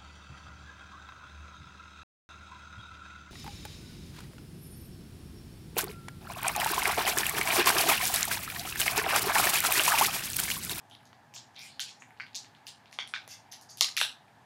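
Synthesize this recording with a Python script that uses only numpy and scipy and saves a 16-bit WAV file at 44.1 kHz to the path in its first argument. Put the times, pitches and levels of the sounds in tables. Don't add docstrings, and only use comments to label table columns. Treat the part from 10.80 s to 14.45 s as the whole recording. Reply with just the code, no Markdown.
import sys
import numpy as np
from scipy import signal
from scipy.io import wavfile
from scipy.ndimage import uniform_filter1d

SR = 44100
rng = np.random.default_rng(int(sys.argv[2]) if len(sys.argv) > 2 else 0)


def bounce(signal):
    frames = np.transpose(np.atleast_2d(signal))
    limited = np.clip(frames, -1, 1)
    pcm = np.round(limited * 32767).astype(np.int16)
    wavfile.write(sys.argv[1], SR, pcm)


def magnitude_from_level(level_db):
    exponent = np.asarray(level_db, float) / 20
    return 10 ** exponent


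N = 160965

FACING_DB_PER_DB, FACING_FLOOR_DB = .27, -20


def rms_one(x):
    return x / np.sqrt(np.mean(x ** 2) + 1e-20)


def at_hz(points, hz):
    table = np.array(points)
    return np.interp(np.log(hz), np.log(table[:, 0]), table[:, 1])


def resonance(x, hz, width_hz):
    r = np.exp(-np.pi * width_hz / SR)
    feedback = [1, -2 * r * np.cos(2 * np.pi * hz / SR), r * r]
    return signal.lfilter([(1 - r * r) / 2, 0, (r * r - 1) / 2], feedback, x)


def edge(x, hz, q, high):
    w = 2 * np.pi * hz / SR
    c, a = np.cos(w), np.sin(w) / (2 * q)
    if high:
        b = [(1 + c) / 2, -1 - c, (1 + c) / 2]
    else:
        b = [(1 - c) / 2, 1 - c, (1 - c) / 2]
    return signal.lfilter(b, [1 + a, -2 * c, 1 - a], x)


def bands(size):
    edges = 28 * 2 ** np.arange(0, 9.6, .5)
    white = rng.standard_normal((2, size))
    out = []
    for k, (low, high) in enumerate(zip(edges, edges[1:])):
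        sos = signal.butter(2, [low, high], "band", fs=SR, output="sos")
        out.append((np.sqrt(low * high), signal.sosfilt(sos, white[k % 2])))
    return out


def film(push, low_hz, high_hz):
    edge_q, skirt_q, mode_q, mode_db = 1.21, 0.6, 10.0, 4
    above = edge(push, low_hz, edge_q, True)
    above = edge(above, low_hz / 1.66, skirt_q, True)
    band = edge(above, high_hz, edge_q, False)
    band = edge(band, min(high_hz * 0.98, 18000), skirt_q, False)
    modes = sum(resonance(band, hz, hz / mode_q) for hz in (low_hz, high_hz))
    return band + (magnitude_from_level(mode_db) - 1) * modes


def creases(rows, facing):
    snap_s, rag_share, rag_loss_per_db = .0012, .45, .5
    high_hz_centre, high_q, top_hz, top_width_hz, top_db = 10600, 4.2, 13500, 4500, -9
    out = np.zeros((2, N + 600))
    t = np.arange(512) / SR
    rags = rng.standard_normal((len(rows), len(t)))
    for (s, db, low_hz, high_hz, high_db), rag in zip(rows, rags):
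        held_db = max(db, FACING_FLOOR_DB)
        rag_level = rag_share * magnitude_from_level(-rag_loss_per_db * (held_db - FACING_FLOOR_DB))
        push = np.array([rag_level * rag * np.exp(-t / snap_s), 0 * t])
        push[:, 0] = 1

        top = resonance(resonance(push, top_hz, top_width_hz), top_hz, top_width_hz)
        high = resonance(push, high_hz_centre, high_hz_centre / high_q) + magnitude_from_level(top_db) * top
        parts = film(push, low_hz, high_hz), edge(high, 8500, .7, True)
        main, high = [np.array([p[0], p[1] * p[0].std() / p[1].std()]) / np.abs(p[0]).max() for p in parts]

        level = magnitude_from_level(db + np.array([[facing * held_db], [0]]))
        i = int(s * SR)
        out[:, i:i + len(t)] += level * (main + magnitude_from_level(high_db) * high)
    return out[:, :N]


def loud_snaps():
    # start in seconds, peak in dB, lowest ring in Hz, highest ring in Hz, high part in dB
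    snap_rows = [(.5390, -32.5, 2600, 6840, -25), (.5628, -27, 3300, 5300, -23),
                 (.9952, -17, 3100, 4400, -14), (1.0030, -17.5, 3200, 7100, -11.5),
                 (1.3995, -35, 1630, 2400, -45), (1.5465, -21.5, 3600, 6000, -34),
                 (1.5522, -20.5, 4240, 6920, -10.5), (1.8680, -25.5, 2900, 4940, -28),
                 (2.1880, -28.5, 2150, 5500, -44), (2.3380, -27, 1400, 5200, -48),
                 (2.7230, -28, 3000, 5900, -20), (2.7300, -39, 2500, 6130, -12),
                 (2.9728, -33.5, 3200, 6050, 7), (2.9828, -32, 3500, 5940, -4),
                 (3.0095, -1, 4150, 5500, -9.5), (3.1672, -13.5, 2200, 5820, -5),
                 (3.1739, -12, 2510, 3700, -21), (3.2131, -16, 2000, 4800, 0)]
    return creases(snap_rows, FACING_DB_PER_DB)


def near_creases():
    # start in seconds, peak in dB, lowest ring in Hz, highest ring in Hz, high part in dB
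    near_rows = [(.1504, -44, 3350, 3800, -17), (.3300, -48.5, 1000, 4680, -26),
                 (.7635, -43.5, 2150, 5300, -20), (.7918, -43.5, 5000, 5300, -12),
                 (.8180, -45, 2310, 5200, -10), (1.4053, -35.5, 1580, 2260, -45),
                 (1.5555, -32.5, 3480, 6440, -23), (1.5612, -31.5, 4250, 6500, -12),
                 (2.1945, -35, 2100, 3350, -45), (2.3435, -30, 1550, 3550, -45),
                 (2.3618, -31.5, 1610, 2350, -45), (3.0435, -21, 2000, 4700, -19),
                 (3.0850, -37.5, 1190, 2800, -6), (3.1800, -26, 1290, 5500, -2),
                 (3.2025, -29, 1900, 2800, -7), (3.2295, -26, 1500, 3970, -11)]
    return creases(near_rows, -.3)


def faint_ticks():
    # start in seconds, peak in dB, lowest ring in Hz, highest ring in Hz, high part in dB
    tick_rows = [(.0990, -46, 3050, 6350, -6), (.2054, -49, 1200, 2440, -13),
                 (.2543, -44.5, 3900, 6360, -13), (.7462, -48.5, 2200, 5800, -17),
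                 (1.0922, -31.5, 2280, 6950, -26), (1.2218, -34, 1650, 2310, -26),
                 (1.3064, -41.5, 1300, 2140, -15), (1.3743, -46, 2580, 4470, -30),
                 (1.4655, -38, 2000, 3370, -18), (1.5319, -43, 2330, 5150, -25),
                 (1.6458, -39.5, 2140, 4180, -27), (1.7494, -42.5, 2080, 4100, -24),
                 (2.0580, -40.5, 2420, 3900, -35), (2.1130, -47, 3960, 5000, -8),
                 (2.1275, -33, 2180, 5700, -25), (2.2752, -36, 3200, 5530, -24),
                 (2.4772, -36.5, 2000, 5900, -0.5), (2.8122, -37, 4730, 6600, -8.5),
                 (3.4810, -49, 1410, 2480, -20.5)]
    return creases(tick_rows, .12)


def facets():
    # start in seconds, peak in dB, pitch in Hz, width in Hz
    ring_rows = [(.9952, -27, 1550, 300), (2.1884, -26, 1500, 500), (2.1882, -31, 5300, 700),
                 (3.1545, -47, 10700, 400), (3.2133, -22, 5400, 600), (1.5522, -32, 8800, 900),
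                 (2.7300, -38, 1900, 600), (2.8120, -50, 14200, 500), (2.5610, -46, 2500, 1500),
                 (.1180, -48, 3200, 350), (1.3994, -26, 1570, 350), (1.3995, -27.5, 2090, 400),
                 (1.401, -33.5, 4530, 500), (2.1880, -20, 2130, 370), (2.1881, -18.5, 3320, 300),
                 (2.1886, -30, 4420, 300), (2.3380, -19, 1520, 300), (2.3381, -21.5, 2320, 300),
                 (2.3380, -23, 3490, 400), (3.0098, -20.5, 2167, 250.4), (3.0099, -22, 2680, 260),
                 (3.0112, -19, 1193, 316), (3.0093, -18, 5950, 300), (3.011, -16.5, 6760, 419),
                 (3.2131, -14, 1640, 260), (3.2133, -13, 2730, 320), (3.2132, -10, 3750, 750),
                 (.1120, -37, 3200, 350), (0.098, -52, 10600, 300), (.2310, -53, 10800, 600),
                 (.2545, -57, 11800, 500), (2.2752, -37, 10600, 900)]
    out = np.zeros((2, N))
    kick = np.r_[1, np.zeros(1023)]
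    for s, db, hz, width_hz in ring_rows:
        ring = resonance(resonance(kick, hz, width_hz), hz, hz / 2)
        facing_db = FACING_DB_PER_DB * max(db, FACING_FLOOR_DB)
        level = magnitude_from_level(db + np.array([[facing_db], [0]]))
        i = int(s * SR)
        out[:, i:i + len(kick)] += level * ring / np.abs(ring).max()
    return out


def rubbing():
    # start in seconds, length in seconds, level in dB, lowest pitch in Hz, highest pitch in Hz
    rub_rows = [(0.101, 0.069, -76.5, 10200, 10300), (0.114, 0.041, -66, 3020, 3760),
                (0.538, 0.037, -51.5, 5500, 7340), (0.756, 0.14, -57.5, 2120, 2440),
                (0.753, 0.049, -55.5, 3260, 4280), (0.781, 0.083, -57.5, 4800, 5600),
                (0.803, 0.12, -62, 3000, 4170), (0.811, 0.084, -61, 7000, 9000),
                (0.783, 0.099, -63.5, 9900, 14500), (0.895, 0.067, -64, 4170, 4550),
                (1.195, .03, -63, 6400, 7100), (1.057, 0.051, -54.5, 2560, 5420),
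                (1.867, 0.017, -52.5, 6600, 9900), (1.861, .03, -63, 14000, 15300),
                (2.12, 0.025, -61, 5300, 11000), (2.27, 0.023, -59, 7400, 9900),
                (2.487, 0.054, -52, 4700, 6740), (2.488, 0.059, -60.5, 8620, 13500),
                (2.714, 0.013, -49.5, 4870, 6250), (2.716, 0.022, -56, 10100, 12600),
                (2.815, 0.016, -60.5, 5200, 11400), (2.889, 0.035, -53.5, 4500, 6530),
                (2.896, 0.02, -61, 8800, 12000), (2.97, .03, -64.5, 9800, 14500),
                (3.181, 0.051, -39.5, 4200, 10540), (2.489, 0.071, -58, 1650, 3400),
                (0.537, 0.022, -64, 12800, 15000)]
    grains_per_s, grain_spread_db, hiss_share = 2200, 3.5, .3
    facet_q, bed_db = 20, -9
    out = np.zeros(N)
    for s, length, db, low_hz, high_hz in rub_rows:
        i = np.arange(int(length * SR))
        chance = rng.random((4, len(i)))
        sizes = magnitude_from_level(grain_spread_db * np.minimum(-np.log(chance[0]), 4)) * np.sign(chance[1] - .5)
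        cracks = sizes * (chance[2] < grains_per_s / SR)
        swell = np.sin(np.pi * i / len(i)) ** 0.39
        grains = (cracks + hiss_share * (chance[1] - .5)) * swell

        facet = (chance[3] * 4).astype(int)
        rings = 0
        for k, hz in enumerate(np.geomspace(low_hz, high_hz, 4)):
            ring = resonance(grains * (facet == k), hz, hz / facet_q)
            rings = rings + resonance(ring, hz, hz / 2)
        bed = film(grains, low_hz, high_hz)
        out[i + int(s * SR)] += magnitude_from_level(db) * (rms_one(rings) + magnitude_from_level(bed_db) * rms_one(bed))
    return out


def knocks():
    # start in seconds, peak in dB, pitch in Hz
    knock_rows = [
        (0.566, -45, 910),
        (1.2211, -42, 800),
        (2.188, -27, 840),
        (2.4772, -42, 600),
        (3.0115, -23, 740),
        (3.215, -20, 888),
        (3.2160, -39, 450),
    ]
    q = 0.88
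    out = np.zeros(N)
    kick = np.r_[1, np.zeros(511)]
    for s, db, hz in knock_rows:
        thud = resonance(resonance(kick, hz, hz / q), hz, hz / q)
        i = int(s * SR)
        out[i:i + len(kick)] += magnitude_from_level(db) * thud / np.abs(thud).max()
    return out


def room(x):
    # frequency in Hz, time to fall 60 dB in seconds
    decay_times = [(500, 0.41), (2000, 0.25), (5000, 0.26), (9000, 0.22), (15000, 0.23)]
    # frequency in Hz, tail level in dB
    colour = [(500, -5), (1500, -2), (4000, 5), (8000, 8), (15000, -6)]
    # delay in seconds, level in dB
    echo_rows = [(.0063, -16.5), (.0155, -20.5), (.0235, -22), (.0365, -16.5)]
    tail_db, rise_s, grain = -35, .007, 0.35
    t = np.arange(SR // 2) / SR
    tail = 0
    for hz, band in bands(size=len(t)):
        lumps = np.exp(grain * rms_one(uniform_filter1d(rng.standard_normal(len(t)), size=60)))
        fall_db = 60 * t / at_hz(decay_times, hz)
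        tail = tail + magnitude_from_level(at_hz(colour, hz) - fall_db) * band * lumps
    reply = magnitude_from_level(tail_db) * tail * (1 - np.exp(-(t / rise_s) ** 2))
    for s, db in echo_rows:
        reply[int(s * SR) + np.array([0, 31])] += magnitude_from_level(db) * np.array([1, -.6])
    return signal.fftconvolve(x, reply)[:N]


def fan():
    # frequency in Hz, level in dB per Hz
    hiss_curve = [(24, -33), (40, -28.5), (124, -1), (646, -13.5), (942, 3), (1090, -15), (1760, -10),
                  (2000, -13.5), (16000, -34)]
    # frequency in Hz, width in Hz, lift in dB
    housing = [(104, 30, 8), (248.7, 32, 5.5), (838, 240, 9.5), (1710, 200, 6)]
    level_db, flicker_db = -59.5, 1.2
    knots = np.arange(0, N, 4096)
    out = 0
    for hz, band in bands(size=N):
        flicker = np.interp(np.arange(N), knots, rng.standard_normal(len(knots)))
        out = out + magnitude_from_level(at_hz(hiss_curve, hz) + flicker_db * flicker) * band
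    for hz, width_hz, db in housing:
        out = out + (magnitude_from_level(db) - 1) * resonance(out, hz, width_hz)
    return magnitude_from_level(level_db) * rms_one(out)


def scene():
    wrapper = loud_snaps() + near_creases() + faint_ticks() + facets()
    direct, to_room = wrapper + rubbing() + knocks()
    notch_hz, notch_width_hz, notch_share = 8120, 1600, 0.94
    direct = direct - notch_share * resonance(direct, notch_hz, notch_width_hz)
    return (direct + room(to_room) + fan())[None]


def roll_off(x):
    return signal.sosfilt(signal.butter(12, 16670, fs=SR, output="sos"), x)


def record(dry):
    heard = edge(dry, 14500, .7, False)
    band_limit = signal.cheby2(12, 70, 16800, fs=SR, output="sos")
    return roll_off(signal.sosfilt(band_limit, heard))


dry = scene()
out = record(dry)
bounce(out)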